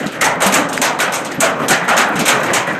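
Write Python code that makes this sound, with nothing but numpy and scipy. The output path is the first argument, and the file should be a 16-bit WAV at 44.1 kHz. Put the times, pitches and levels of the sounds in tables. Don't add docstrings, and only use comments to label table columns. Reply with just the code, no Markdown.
import sys
import numpy as np
from scipy import signal
from scipy.fft import rfft, irfft, next_fast_len
from scipy.io import wavfile

SR = 44100
rng = np.random.default_rng(int(sys.argv[2]) if len(sys.argv) > 2 else 0)


def convert_level_to_amplitude(level_db):
    exponent = np.asarray(level_db, float) / 20
    return 10 ** exponent


def transcribe(u):
    v = np.clip(np.atleast_2d(u).T, -1, 1)
    q = np.round(v * 32767).astype(np.int16)
    wavfile.write(sys.argv[1], SR, q)


N = 123039

# start in seconds, clatter level in dB, boom level over the clatter in dB,
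# hold in seconds, boom tilt in dB per octave.
HOOVES = [(0.213, -5, 0.5, 0.0073, -1.5), (0.242, -5.5, -2.5, 0.011, -0.7), (0.405, -12.5, 9, 0.011, -1.5),
          (0.42, -4.5, -2.5, 0.027, -3.5), (0.4633, -6.5, -14, 0.013, 6), (0.523, -7, 0.5, 0.013, 2.5),
          (0.5403, -2.5, -7.5, 0.025, -4), (0.8168, -2, -2.5, 0.012, -0.6),
          (0.846, -10.5, -12.5, 0.014, 11.5), (0.989, -13, 5, 0.04, -0.7), (1.003, -5, -6.5, 0.0057, 1),
          (1.122, -13.5, 1, 0.011, -0.5), (1.136, -8, -7, 0.02, -1.5), (1.4046, -3.5, -3, 0.037, -0.3),
          (1.6815, -26, -3, .003, -3), (1.683, -4.5, -6.5, 0.025, -5), (1.706, -5.5, -5.5, 0.021, 4.5),
          (1.88, -16, 12, 0.0053, 1.5), (1.889, -8, 0.5, 0.0073, -2.2), (1.967, -8, 3, 0.006, 3.8),
          (1.976, -6.5, 0.5, 0.032, -3), (2.192, -9, -14, 0.0037, 11.5), (2.254, -10, -1.5, 0.007, 5),
          (2.2584, -7.5, -3, 0.017, 3.3), (2.28, -1.5, -5, 0.017, 3), (2.534, -4.5, -5, 0.031, 1.5)]
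SCUFFS = [(0, -23.5, -1, 0.012, 4), (0.062, -23, -11, 0.0037, 12.5), (.114, -35, -5, .01, .1),
          (0.12, -26, 1.5, 0.0063, 5.5), (0.144, -29, -16, 0.019, -5), (0.688, -18, -3, 0.0041, -9),
          (0.73, -12.5, -12, 0.0084, 3), (0.769, -19, 5, .002, -4), (1.248, -17.5, -11.5, 0.0031, 10),
          (1.315, -23, -9.5, 0.003, 10.5), (1.598, -30, 15.5, 0.014, -6), (1.616, -32, -0.5, .004, 6.5),
          (1.842, -29, 8, 0.011, -3), (2.156, -15.5, -3, 0.0048, 6.5), (2.401, -25.5, -7, 0.01, .1),
          (2.431, -16, 3, 0.012, -0.5), (2.46, -23, 5.5, 0.0078, 3.2), (2.535, -29, -5, .004, -2),
          (2.671, -24, 8.5, 0.011, -1), (2.725, -29, 4, 0.004, -4)]
BOOM_GRIT_DB = 3.07


def rms_one(x):
    return x / np.sqrt(np.mean(x ** 2) + 1e-20)


def in_time(rows):
    return np.interp(np.arange(N) / SR, *np.transpose(rows))


def at_hz(points, hz):
    table_hz, values = np.transpose(points)
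    return np.interp(np.log(hz), np.log(table_hz), values)


def drift(rate):
    r = np.exp(-80 * np.pi * rate / SR)
    noise = rng.standard_normal(N // 40 + 2002)
    slow = signal.lfilter([1], [1, -2 * r, r * r], noise)[2000:]
    return np.interp(np.arange(N) / 40, np.arange(len(slow)), rms_one(slow))


def grit(spread_db):
    pebbles_per_s, pebble_db = 350, 14.5
    sizes = convert_level_to_amplitude(spread_db * np.minimum(rng.exponential(1, (2, N)), 6))
    contacts = rms_one(sizes * rng.standard_normal((2, N)))
    struck = rng.random(N) < pebbles_per_s / SR
    pebbles = struck * convert_level_to_amplitude(pebble_db) * rng.standard_normal(N)
    return rms_one(contacts + pebbles)


def bank(source, spectrum, gain):
    edges = 25 * 2 ** np.arange(0, 9.5, 1 / 3)
    hz = np.sqrt(edges[1:] * edges[:-1])
    used = (hz > spectrum[0][0]) & (hz < spectrum[-1][0])
    level = convert_level_to_amplitude(at_hz(spectrum, hz))
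    level = level / np.sqrt(np.sum((level ** 2 * np.diff(edges))[used]) / (SR / 2))
    out = np.zeros(N)
    for k in np.flatnonzero(used):
        band = signal.butter(2, edges[k:k + 2], "band", fs=SR, output="sos")
        out += level[k] * gain(hz[k]) * signal.sosfilt(band, source[k % 2])
    return out


def resonate(x, hz, width_hz):
    r = np.exp(-np.pi * width_hz / SR)
    poles = [1, -2 * r * np.cos(2 * np.pi * hz / SR), r * r]
    return signal.lfilter([(1 - r * r) / 2, 0, (r * r - 1) / 2], poles, x)


def blows(s, db, hold, rise_s, t60):
    power = convert_level_to_amplitude(2 * (db + 0.88 * rng.standard_normal(len(s))))
    start = (s * SR).astype(int)
    stop = np.minimum((s + hold) * SR, N - 1).astype(int)
    steps, ends = np.zeros(N), np.full(N, 1e-18)
    np.add.at(steps, start, power)
    np.add.at(steps, stop, -power)
    np.add.at(ends, stop, power)
    tails = signal.lfilter([1], [1, -convert_level_to_amplitude(-120 / (t60 * SR))], ends)
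    r = np.exp(-1 / (rise_s * SR))
    return np.sqrt(np.abs(signal.lfilter([1 - r], [1, -r], np.cumsum(steps) + tails)))


def wheels():
    # frequency in Hz, level in dB per Hz.
    roll_colour = [(88, -21), (150, -0.5), (267, -1), (1600, -2), (4810, -28), (8100, -34), (13600, -33),
                   (15000, -24)]
    # time in seconds, level in dB.
    effort = [(0.0, -18.5), (0.28, -30), (0.41, -22.5), (.76, -20.5), (.8, -38), (.85, -24.5), (1.41, -22),
              (1.94, -17.5), (2.47, -15.5), (2.66, -18), (2.79, -20)]
    shared = drift(16)
    rolling = bank(grit(3.7), roll_colour, lambda hz: convert_level_to_amplitude(2.6 * shared + 3.4 * drift(5.1)))
    return convert_level_to_amplitude(in_time(effort) - 3.5) * rolling


def wind():
    # frequency in Hz, level in dB per Hz.
    wind_colour = [(15, -63), (25, -67), (64, -22.5), (188, 3), (227, -2), (265, 14), (336, -22.5),
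                   (420, -4), (550, 6.5), (920, -120)]
    # time in seconds, level in dB.
    gusts = [(0.0, -19.5), (0.08, -31.5), (0.12, -32.5), (0.3, -21.5), (0.36, -29), (0.6, -22),
             (0.62, -25.5), (0.99, -30), (1.35, -32), (1.4, -26), (1.45, -25.5), (1.72, -27.5),
             (1.86, -41.5), (2.24, -19), (2.25, -29), (2.79, -29)]
    shared = drift(1.4)
    noise = rng.standard_normal((2, N))
    buffeting = bank(noise, wind_colour, lambda hz: convert_level_to_amplitude(0.13 * shared + 1.3 * drift(10.4)))
    return convert_level_to_amplitude(in_time(gusts) + 0.83) * buffeting


def clatter():
    # frequency in Hz, level in dB per Hz.
    colour = [(300, -24), (1000, -5.5), (2500, 2), (5000, -2.5), (8000, -2), (15000, -2.5)]
    # frequency in Hz, time to fall 60 dB in seconds.
    decay = [(300, 0.36), (2000, 0.35), (6000, 0.26), (15000, 0.16)]
    # start in seconds, clatter level in dB.
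    toes = [
        (.2085, -9),
        (.5215, -17),
        (.8138, -26),
        (1.4006, -13),
        (1.9665, -18),
    ]
    # pitch in Hz, level in dB.
    iron = [(2640, -36), (3580, -19), (3830, -5.5), (4360, -6), (6300, 1), (6750, -2), (7930, -21),
            (8430, -3), (11450, 2), (11940, -13), (13100, -9)]
    level_db, rise_s, toe_s = -10.5, 0.00074, 0.0039
    edge_db, edge_band_hz = 19.5, [2000, 9000]
    crack_db, crack_t60_s, crack_tilt_db = 4.5, 0.12, 4
    patchy_db, patches_per_s = 2, 18

    s, db, _, hold, _ = np.transpose(HOOVES + SCUFFS)
    db = db + level_db
    early, toe_db = np.transpose(toes)
    edges = np.zeros(N)
    edges[(s * SR).astype(int)] = -convert_level_to_amplitude(db + edge_db)
    crack = blows(s, db + crack_db, 0 * s, rise_s, crack_t60_s)
    crack = crack + blows(early, toe_db + level_db, toe_s, rise_s, crack_t60_s)

    def strength(hz):
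        bright_crack = crack * convert_level_to_amplitude(crack_tilt_db * np.log2(hz / 8000))
        body = blows(s, db, hold, rise_s, at_hz(decay, hz))
        return convert_level_to_amplitude(patchy_db * drift(patches_per_s)) * np.hypot(bright_crack, body)

    spray = bank(grit(0.7), colour, strength)
    edge_filter = signal.butter(2, edge_band_hz, "band", fs=SR, output="sos")
    spray = spray + signal.sosfilt(edge_filter, edges)
    return spray + sum(convert_level_to_amplitude(iron_db) * resonate(spray, hz, 57) for hz, iron_db in iron)


def boom():
    # frequency in Hz, level in dB per Hz.
    colour = [(200, -14), (400, -8), (680, -0.5), (1000, -3), (1500, -1.5), (2200, -5), (4500, -20.5),
              (9000, -53)]
    # frequency in Hz, time to fall 60 dB in seconds.
    decay = [(300, 0.3), (800, 1), (2000, 0.36), (6000, 0.22)]
    level_db, rise_s, hold_stretch = -7, 0.01, 1.51
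    s, db, body_db, hold, tilt = np.transpose(HOOVES + SCUFFS)

    def strength(hz):
        band_db = db + body_db + level_db + tilt * np.log2(hz / 1000)
        return blows(s, band_db, hold * hold_stretch, rise_s, at_hz(decay, hz))

    return bank(grit(BOOM_GRIT_DB), colour, strength)


def ticks():
    # start in seconds, peak level in dB, pitch in Hz, cycles to fall 60 dB.
    buckles = [(.043, -24, 12600, 40), (.7772, 9, 1800, 3.9), (.7774, -17, 12000, 25),
               (.778, -28, 4870, 300), (.779, -34, 5100, 260), (.357, -29, 13000, 40),
               (0.408, -7, 900, 3.4), (.7285, -8, 3470, 5.2), (.6905, -34, 11000, 60),
               (0.7778, -18, 7840, 33), (0.991, -8, 1110, 8.8), (1.002, -0.5, 2460, 6.2),
               (1.345, -35.5, 11850, 1100), (1.345, -41, 11838, 890), (1.712, -18, 12500, 25),
               (1.713, -14, 8800, 20), (1.314, -31, 8450, 12), (1.321, -13, 4500, 8.3),
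               (0.069, -12.5, 4000, 10), (.125, -42, 8000, 100), (0.2127, -11, 7600, 25),
               (.42, 0, 2580, 5.1), (.4357, -6, 1300, 2.5), (.439, 5, 1500, 3), (0.47, 3, 2000, 3),
               (.541, -17, 7900, 400), (0.8156, -11, 7700, 35), (.82, -24, 6500, 120),
               (1.003, -18, 7300, 37), (1.405, -14.5, 7850, 140), (1.687, -22, 8120, 300),
               (1.889, -20, 8100, 60), (1.977, -15.5, 6800, 170), (2.281, -8, 1200, 3),
               (2.286, 2, 2200, 4.3), (2.538, 2, 2450, 5.9), (2.54, -17, 6730, 100),
               (2.089, -26, 11000, 60), (2.091, -15, 13500, 60), (2.13, -30, 13000, 40),
               (2.751, -33, 12400, 80)]
    out, t = np.zeros(N + 4000), np.arange(4000) / SR
    for s, db, hz, cycles in buckles:
        decay = convert_level_to_amplitude(db + 8.0 - 60 * t * hz / cycles)
        attack = np.minimum(t * hz, 1)
        out[int(s * SR):][:len(t)] -= decay * attack * np.sin(2 * np.pi * hz * t)
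    return out[:N]


def thumps():
    # start in seconds, pitch in Hz, level in dB.
    buffets = [
        (.06, 202, -14.5),
        (0.799, 258, -17),
        (1.38, 168, -17.5),
        (1.389, 262, -16.5),
        (1.41, 221, -24),
        (1.615, 256, -17.5),
        (1.701, 195, -15),
        (2.154, 183, -15),
        (2.214, 198, -13),
    ]
    t60_s = 0.045
    t, out = np.arange(N) / SR, np.zeros(N)
    for s, hz, db in buffets:
        after = t - s
        decay = convert_level_to_amplitude(db + 12 - 60 * np.abs(after) / t60_s)
        attack = 1 - np.exp(-np.maximum(after, 0) * hz)
        out += decay * np.sin(2 * np.pi * hz * after) * attack
    return out


def hollow_notes(rows, width, t60):
    shake = grit(BOOM_GRIT_DB)[0]
    out = np.zeros(N)
    for s, hz, db in rows:
        note = resonate(resonate(shake, hz, 2 * width * hz), hz, width * hz)
        out += rms_one(note) * blows(np.array([s]), db, 0.005, 0.0013, t60)
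    return out


def knocks():
    # start in seconds, pitch in Hz, level in dB.
    panels = [(0.21, 1950, -15), (.212, 1340, -16.5), (.57, 268, -19), (0.722, 287, -24.5),
              (.25, 894, -17.5), (.43, 727, -31), (0.551, 1200, -17), (.83, 2010, -24), (.87, 720, -23.5),
              (1.0, 1480, -16.5), (1.21, 277, -23.5), (1.57, 1450, -32), (.406, 910, -28), (2.5, 553, -21),
              (1.415, 1370, -16), (1.43, 620, -16), (1.705, 774, -19), (1.713, 1730, -13),
              (1.880, 1355, -13.5), (1.98, 740, -32), (1.98, 1470, -15), (2.268, 555, -17),
              (2.28, 1490, -31), (2.55, 1010, -19.5)]
    return hollow_notes(panels, width=0.16, t60=0.58)


def drones():
    # start in seconds, pitch in Hz, level in dB.
    frame = [
        (.36, 170, -25),
        (.46, 195, -18.5),
        (1.425, 660, -15.5),
        (1.71, 770, -22),
        (1.8, 790, -23),
        (1.7, 516, -23.5),
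        (1.48, 450, -25),
        (1.7, 1430, -15),
        (2.2, 710, -23),
        (1.885, 830, -22),
    ]
    return hollow_notes(frame, width=0.04, t60=0.43)


def scene():
    road_and_air = wheels() + wind() + thumps()
    hooves = clatter() + boom()
    cart = ticks() + knocks() + drones()
    return (road_and_air + hooves + cart)[None]


def top_cut(x):
    return signal.sosfilt(signal.butter(12, 15740, fs=SR, output="sos"), x)


def record(dry):
    # frequency in Hz, level in dB.
    mic_colour = [(3000, -1), (4900, -3.5), (6600, 1), (8300, 0), (9600, -6), (11400, -9.5), (12700, -10.5),
                  (15000, -20)]
    # frequency in Hz, width in Hz, depth from 0 to 1.
    dips = [(4750, 600, 0.15), (9850, 990, 0.47), (12700, 440, .4)]
    limit, cutoff_hz = 1.25, 15850
    size = next_fast_len(N + 999)
    hz = np.arange(size // 2 + 1) * SR / size + 1
    x = irfft(rfft(dry, size) * convert_level_to_amplitude(at_hz(mic_colour, hz)), size)[:, :N]
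    for dip_hz, width_hz, depth in dips:
        x = x - depth * resonate(x, dip_hz, width_hz)
    rounded = limit * np.tanh(x / limit)
    low_pass = signal.cheby2(12, 60, cutoff_hz, fs=SR, output="sos")
    return top_cut(signal.sosfilt(low_pass, rounded))


dry = scene()
out = record(dry)
transcribe(out)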